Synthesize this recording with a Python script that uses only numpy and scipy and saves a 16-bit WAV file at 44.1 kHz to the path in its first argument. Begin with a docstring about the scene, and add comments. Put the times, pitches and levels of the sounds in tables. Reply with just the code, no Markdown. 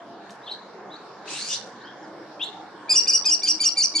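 """Open air by trees: a small falcon gives seven shrill calls over wind and the drone of far traffic.
Its voice is a sum of partials on drawn pitch and level curves, with hoarse breaks with a quick beating.
Before it, other small birds chirp further off, one gives a long rising rasp, and twigs tick:
more partials, torn hiss and dying noise. Trees return a thin echo, a blurred noise tail;
wind and traffic are banded noise with wavering engine tones."""
import sys
import numpy as np
from scipy import signal
from scipy.fft import rfft, irfft
from scipy.io import wavfile
from scipy.ndimage import uniform_filter1d

SR = 44100
rng = np.random.default_rng(int(sys.argv[2]) if len(sys.argv) > 2 else 0)


def materialize(psi):
    """Save the field psi as 16-bit PCM at rate SR to the path in sys.argv[1].

    A 1-D psi becomes a single channel; in a 2-D psi each row is a channel.
    """
    bounded = np.clip(np.atleast_2d(psi).T, -1, 1)
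    quanta = np.round(bounded * 32767).astype(np.int16)
    wavfile.write(sys.argv[1], SR, quanta)


N = 176400


def falcon():
    """The 2nd partial leads, the throat sets the others; around a break the level beats quickly."""
    # one table per call, an arched note, mostly then a dip and a jump to a high note:
    # (time [s], pitch [Hz], level of 2nd partial [dB])
    calls = [
        [(2.882, 2240, -29), (2.886, 2330, -21), (2.899, 2490, -17), (2.914, 2470, -14), (2.935, 2250, -28),
         (2.951, 2510, -15), (2.955, 2870, -14), (2.988, 2790, -18.5), (2.992, 2400, -22.5), (2.996, 2150, -22)],
        [(3.062, 2280, -23), (3.067, 2370, -25), (3.075, 2520, -13), (3.078, 2870, -19), (3.092, 2850, -15.5),
         (3.096, 2490, -17.5), (3.114, 2250, -30), (3.125, 2500, -15), (3.129, 2830, -18.5),
         (3.151, 2880, -14.5), (3.164, 2780, -24), (3.168, 2370, -20), (3.172, 2150, -32)],
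        [(3.24, 2250, -35), (3.245, 2390, -23), (3.256, 2540, -16.5), (3.265, 2520, -16.5), (3.277, 2300, -27),
         (3.303, 2560, -18.5), (3.307, 2860, -16), (3.335, 2840, -17), (3.339, 2450, -21.5), (3.344, 2150, -22)],
        [(3.419, 2190, -42), (3.424, 2280, -21.5), (3.431, 2390, -21.5), (3.447, 2390, -24.5),
         (3.456, 2250, -28), (3.466, 2310, -22.5), (3.479, 2540, -15), (3.482, 2820, -18), (3.503, 2840, -16.5),
         (3.508, 2400, -20.5), (3.514, 2150, -27)],
        [(3.59, 2200, -27), (3.594, 2290, -22.5), (3.603, 2370, -19.5), (3.618, 2350, -21.5),
         (3.632, 2200, -29), (3.648, 2500, -17.5), (3.652, 2820, -15), (3.675, 2820, -17.5),
         (3.679, 2400, -18.5), (3.684, 2150, -21)],
        [(3.757, 2160, -56), (3.761, 2250, -23.5), (3.772, 2370, -18), (3.784, 2360, -19.5),
         (3.804, 2120, -23.5), (3.814, 2450, -17), (3.823, 3175, -21), (3.831, 2870, -15.5),
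         (3.843, 2820, -22.5), (3.847, 2380, -14), (3.853, 2150, -37)],
        [(3.939, 2180, -28), (3.943, 2250, -22), (3.958, 2340, -18), (3.974, 2200, -22.5), (3.982, 2310, -31),
         (4.01, 2710, -7.5)],
    ]
    # dips to a lower, hoarse register that sags and springs back:
    # (time [s], length [s], rim pitch [Hz], lowest pitch [Hz], level [dB])
    breaks = [(2.924, 0.027, 1926, 1670, -32), (3.276, 0.024, 1760, 1562, -32),
              (3.455, 0.0262, 1737, 1504, -30.5), (3.62, 0.028, 1830, 1525, -28),
              (3.977, 0.0203, 1920, 1575, -27.5)]
    # partials of the hoarse register: (multiple of pitch, level [dB])
    break_partials = [(2, -7), (3, 1.5), (4, 2.5)]
    # half-pitch catches at the start of some calls:
    # (time [s], length [s], start pitch [Hz], end pitch [Hz], level [dB])
    catches = [(3.063, 0.012, 1160, 1200, -41), (3.241, 0.013, 1210, 1224, -34.5),
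               (3.42, 0.0054, 1130, 1200, -35.5)]
    # partials of a catch: (multiple of pitch, level [dB])
    catch_partials = [(3, -6), (5, 8)]
    call_rough, call_breath_db, break_rough = .09, -56, .12
    beat_hz, beat_lead_s, beat_depth = 176, 0.0061, .8

    out, t = np.zeros((2, N)), np.arange(N) / SR
    call_partials = [(1, None), (2, 0), (3, None), (4, None), (5, None)]  # None: set by the throat
    for call in calls:
        add_voice(out, call, call_partials, call_rough, 250, call_breath_db)
    for start, length, *_ in breaks:
        since = t - start + beat_lead_s
        whole_beats_s = round(length * beat_hz) / beat_hz
        beating = (since > 0) * (since < whole_beats_s)
        dip = np.sin(np.pi * beat_hz * since) ** 2 * beating
        out = out * (1 - beat_depth * dip)
    for row in breaks:
        add_voice(out, scoop(row), break_partials, break_rough, 300)
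    for row in catches:
        add_voice(out, swell(row), catch_partials, break_rough, 300)
    return out


def scoop(row):
    """A short sag in pitch that springs back."""
    start, length, rim, low, db = row
    return [(start, rim, db - 14),
            (start + .35 * length, low * 1.03, db - 2),
            (start + .7 * length, low, db),
            (start + length, rim * 1.08, db - 4)]


def swell(row):
    """A short glide that swells and fades."""
    start, length, hz0, hz1, db = row
    return [(start, hz0, db - 12),
            (start + .4 * length, .7 * hz0 + .3 * hz1, db),
            (start + length, hz1, db - 8)]


def small_birds():
    """Chirps are gliding partials; the rasp is overlapping hoarse strands with torn hiss."""
    # far chirps, one table each: (time [s], pitch [Hz], level [dB])
    chirps = [
        [(0.42, 3410, -69), (0.446, 3980, -53), (0.47, 4330, -54.5)],
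        [(0.462, 3650, -52), (0.48, 3280, -44), (0.497, 2590, -52)],
        [(0.478, 3390, -48), (0.497, 3760, -39.5), (0.505, 4380, -40), (0.515, 4030, -34.5), (0.532, 3850, -39)],
        [(0.892, 3150, -77), (0.909, 3600, -55), (0.922, 3980, -49), (0.944, 3800, -45.5), (0.955, 4440, -54),
         (0.965, 4460, -68)],
        [(1.275, 2430, -49), (1.288, 2950, -45), (1.3, 3850, -56)],
        [(1.5, 3700, -48), (1.535, 3554, -39), (1.56, 3540, -49)],
        [(1.545, 3810, -26.5), (1.552, 4670, -36.5), (1.562, 4670, -44)],
        [(1.8, 3430, -71), (1.821, 3920, -55.5), (1.85, 5150, -61)],
        [(1.84, 2990, -61), (1.89, 3305, -50)],
        [(2.016, 5440, -61), (2.05, 4680, -67)],
    ]
    # partials of the far chirps: (multiple of pitch, level [dB])
    chirp_partials = [(1, 2.5), (2, -33.5)]
    # one nearer, brighter chirp, two voices at its start: (time [s], pitch [Hz], level [dB])
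    near_chirp = [
        [(2.394, 2370, -54), (2.404, 2650, -44), (2.416, 2843, -32), (2.421, 3330, -34.5), (2.428, 3450, -26.5),
         (2.438, 3780, -32.5), (2.46, 4360, -47)],
        [(2.396, 3130, -49), (2.408, 3284, -41), (2.424, 3800, -29.5)],
    ]
    # partials of the nearer chirp: (multiple of pitch, level [dB])
    near_partials = [(1, 2.5), (2, -17.5), (3, -35)]
    # three torn strands of the rasp: (time [s], pitch [Hz], level [dB])
    rasp = [
        [(1.295, 2518, -45), (1.33, 2600, -41), (1.362, 2810, -40), (1.385, 2750, -45)],
        [(1.325, 1745, -54), (1.365, 1971, -42.5), (1.41, 2196, -36), (1.46, 2360, -41), (1.5, 2530, -39)],
        [(1.485, 2847, -44), (1.52, 2910, -34.5), (1.545, 2892, -40.5), (1.575, 2880, -50)],
    ]
    # partials of each strand: (multiple of pitch, level [dB])
    rasp_partials = [
        [(1, -0.5), (3, -4)],
        [(1, -14), (2, 2.5), (3, -6.5), (4, -14)],
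        [(1, -5.5), (2, 3), (3, -18)],
    ]
    # relative spectrum of the rasp's hiss: (frequency [Hz], density [dB per Hz])
    rasp_hiss = [(1800, -18.5), (2300, -7.5), (4500, -2.5), (5130, -7.5), (8510, -6), (14500, -71)]
    # course of the hiss: (time [s], level [dB])
    rasp_air = [(1.245, -53), (1.3, -32.5), (1.41, -33.5), (1.465, -41), (1.53, -32), (1.6, -58)]

    out = np.zeros((2, N))
    for chirp in chirps:
        add_voice(out, chirp, chirp_partials, rough=.45, rough_hz=200, breath_db=-22)
    for chirp, partials in zip(near_chirp, [near_partials, near_partials[:1]]):
        add_voice(out, chirp, partials, rough=.2, rough_hz=200, breath_db=-36)
    for strand, partials in zip(rasp, rasp_partials):
        add_voice(out, strand, partials, rough=.55, rough_hz=300)
    s, db = np.transpose(rasp_air)
    level = np.interp(np.arange(N) / SR, s, db, left=-120, right=-120)
    hiss_gain = amp(level + drift(90, N))  # 1 dB of quick flicker
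    return out + hiss_gain * banded_noise(rasp_hiss, patchy_db=5)


def ticks():
    """A short crack inside a brief, brighter rustle of needles: two dying bursts of noise."""
    # twig snaps: (time [s], level before the band filter [dB], lowest frequency [Hz])
    snaps = [(0.295, -34, 2200), (1.662, -39, 4500)]
    crack_t60_s, crack_top_hz = .03, 6000
    rustle_t60_s, rustle_db, rustle_rise_s, rustle_top_hz = .25, -12, .025, 9000

    out, t = np.zeros(N), np.arange(SR // 5) / SR
    for s, db, low_hz in snaps:
        crack, rustle = rng.standard_normal((2, len(t)))
        # the crack falls where the rustle has fully risen
        crack = crack * amp(-60 * (t - rustle_rise_s) / crack_t60_s) * (t > rustle_rise_s)
        rustle_rise = np.minimum(t / rustle_rise_s, 1) ** 2
        rustle = rustle * amp(rustle_db - 60 * t / rustle_t60_s) * rustle_rise
        i = int((s - rustle_rise_s) * SR)
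        for part, top_hz in [(crack, crack_top_hz), (rustle, rustle_top_hz)]:
            band = signal.butter(3, [low_hz, top_hz], "band", fs=SR, output="sos")
            out[i:i + len(t)] += amp(db) * signal.sosfilt(band, part)
    return out


def trees(x):
    """Diffuse dying echoes, unlike left and right, with a rough, blurred level."""
    t60_s, start_s, cut_hz = .6, 0.0086, 6500
    near_t60_s, near_db = 0.2, 12  # the nearest branches answer first and loudest
    blur, blur_hz = .6, 120  # roughness of the echo's level

    t = np.arange(SR) / SR
    decay = amp(-60 * t / t60_s) + amp(near_db - 60 * t / near_t60_s)
    tail = rng.standard_normal((2, SR)) * decay * (t > start_s)
    tail = signal.sosfilt(signal.butter(1, cut_hz, fs=SR, output="sos"), tail)
    tail = tail / np.sqrt(np.sum(tail ** 2, axis=1, keepdims=True))
    echo = signal.fftconvolve(x.mean(0)[None], tail, axes=1)[:, :N]
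    return echo * (1 + blur * np.array([drift(blur_hz, N), drift(blur_hz, N)]))


def traffic_and_wind():
    """Broad noise on a slow level, with wavering engine tones."""
    # relative spectrum of wind and traffic: (frequency [Hz], density [dB per Hz])
    wind = [(30, -69), (91, -31), (114, -16.5), (201, -6.5), (247, -10.5), (328, -3), (548, -9), (709, -4),
            (1610, -11.5), (2560, -27.5), (4880, -25), (14000, -62)]
    # slow course of the noise: (time [s], level [dB])
    gust = [(0.0, -43.5), (2.56, -42), (4.0, -46)]
    # far engines, one table each: (time [s], frequency before the 0.99 multiple below [Hz], level [dB])
    drones = [
        [(0, 697.6, -51.5), (0.45, 691, -60.5)],
        [(1.7, 310, -62), (2.2, 318, -49), (2.8, 310, -55), (3.4, 314, -51.5), (4, 316, -50)],
    ]

    s, db = np.transpose(gust)
    noise = amp(np.interp(np.arange(N) / SR, s, db)) * banded_noise(wind, patchy_db=3.0)
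    tones = np.zeros((2, N))
    for tone in drones:
        add_voice(tones, tone, [(0.99, 0.029)], rough=0.72, rough_hz=8.0)
    return noise + tones.mean(0)  # the engines sit in the middle


def add_voice(out, rows, partials, rough, rough_hz, breath_db=-60):
    """Partials on a pitch and level curve, roughened by random flutter and by breath noise."""
    # throat colour against the 2nd partial, at full effort: (frequency [Hz], level [dB])
    throat = [(2300, -15.5), (2900, -19.5), (7000, -7.5), (7600, -14), (8600, -18.5), (9500, -11),
              (10300, -31.5), (11400, -36.5), (14500, -69)]
    # side of the voice: (frequency [Hz], left minus right [dB])
    voice_pan = [(2500, 5.5), (4800, -1), (5700, -0.5), (9000, 1.5)]
    left_lead_s = 2.4e-5
    bright_per_db, full_db = .9, -14  # throat-set partials fade further when the effort drops
    glide_loss_db = .12  # they also fade on fast glides, except the 2nd [dB per Hz/ms]

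    s, hz, db = np.transpose(rows)
    i = np.arange(int(s[0] * SR), min(int(s[-1] * SR), N))
    pitch = np.interp(i / SR, s, hz)
    level = np.interp(i / SR, s, db) + 3  # rms to peak of a sine
    turn = 2 * np.pi * np.cumsum(pitch) / SR + rough * drift(rough_hz, len(i))
    fade = np.clip(np.minimum(i - i[0], s[-1] * SR - i) / 60, 0, 1)  # 60 samples at each end
    flutter = 1 + rough * drift(rough_hz, len(i))
    breath = amp(breath_db) * drift(1200, len(i))
    glide = uniform_filter1d(np.abs(np.gradient(pitch)) * SR / 1000, size=200)  # Hz/ms
    sides = np.array([[.5], [-.5]])
    for k, k_db in partials:
        if k_db is None:
            effort_db = bright_per_db * (level - full_db)
            k_db = at_hz(throat, k * pitch) + effort_db - glide_loss_db * glide * (k != 2)
        pan = at_hz(voice_pan, k * pitch) * sides
        lead = 2 * np.pi * k * pitch * left_lead_s * sides
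        wave = np.sin(k * turn + lead + rng.uniform(0, 2 * np.pi))
        rough_gain = flutter + breath * k ** 4  # breath blurs the higher partials most
        out[:, i] += amp(level + k_db + pan) * fade * rough_gain * wave


def banded_noise(spectrum, patchy_db):
    """Third-octave bands of stereo noise, each with its own level, flicker, likeness and side; rms 1."""
    # likeness of left and right: (frequency [Hz], correlation [-1 to 1])
    likeness = [(60, 0.99), (150, 0.99), (370, 0.89), (930, 0.87), (2310, 0.56), (5770, -0.19)]
    # side of the noise: (frequency [Hz], left minus right [dB])
    noise_pan = [(300, 0.5), (900, -2), (2500, 0.5)]

    out, edges = 0, 28 * 2 ** (np.arange(28) / 3)
    white = rng.standard_normal((2, 2, N))
    for k, (low, high) in enumerate(zip(edges, edges[1:])):
        band = signal.butter(3, [low, high], "band", fs=SR, output="sos")
        mid, side = signal.sosfilt(band, white[k % 2])  # neighbouring bands use different noise
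        hz = np.sqrt(low * high)
        alike = np.clip(at_hz(likeness, hz), -1, 1)
        slow = np.repeat(drift(150, N // 40 + 1), 40)[:N]  # held 40 samples: a 3.75 Hz flicker
        pan = at_hz(noise_pan, hz) * np.array([[.5], [-.5]])
        gain = amp(at_hz(spectrum, hz) + patchy_db * slow + pan)
        out = out + gain * (np.sqrt(1 + alike) * mid + np.sqrt(1 - alike) * side * [[1], [-1]])
    return rms_one(out)


def drift(rate, size):
    """Smooth random wander of rms 1: white noise through two equal low-pass poles at rate [Hz]."""
    r = np.exp(-2 * np.pi * rate / SR)
    run = SR // 2  # let the filter settle
    wander = signal.lfilter([1], [1, -2 * r, r * r], rng.standard_normal(size + run))
    return rms_one(wander[run:])


def at_hz(points, hz):
    """Reads a curve of (frequency, value) points, straight on a log frequency scale."""
    points = np.array(points)
    return np.interp(np.log(hz), np.log(points[:, 0]), points[:, 1])


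def amp(db):
    """Amplitude factor of a level in dB."""
    return 10 ** (np.asarray(db) / 20)


def rms_one(x):
    """Scales a signal to rms 1."""
    return x / np.sqrt(np.mean(x ** 2) + 1e-20)


def scene():
    """Falcon, further birds and twigs, all kept free of lows, their tree echo, and the background."""
    trees_db, far_trees_db = -9, -8.5  # echo send of the falcon and of the rest
    clear = signal.butter(4, 1500, "high", fs=SR, output="sos")
    near = signal.sosfilt(clear, falcon())
    far = signal.sosfilt(clear, small_birds() + ticks())
    echo = trees(amp(trees_db) * near + amp(far_trees_db) * far)
    return near + far + echo + traffic_and_wind()


def record(dry):
    """The treble arrives a little after the rest; the top is cut."""
    split_hz, treble_lag_s, cutoff_hz = 4000, .011, 15050
    edge = SR // 8  # mirrored margin, so the delay does not wrap round
    size = N + 2 * edge
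    hz = np.arange(size // 2 + 1) * SR / size
    lag = np.where(hz > split_hz, treble_lag_s, 0)
    spectrum = rfft(np.pad(dry, ((0, 0), (edge, edge)), "reflect"))
    out = irfft(spectrum * np.exp(-2j * np.pi * hz * lag), size)[:, edge:-edge]
    return signal.sosfilt(signal.cheby2(24, 70, cutoff_hz, fs=SR, output="sos"), out)


dry = scene()
out = record(dry)
materialize(out)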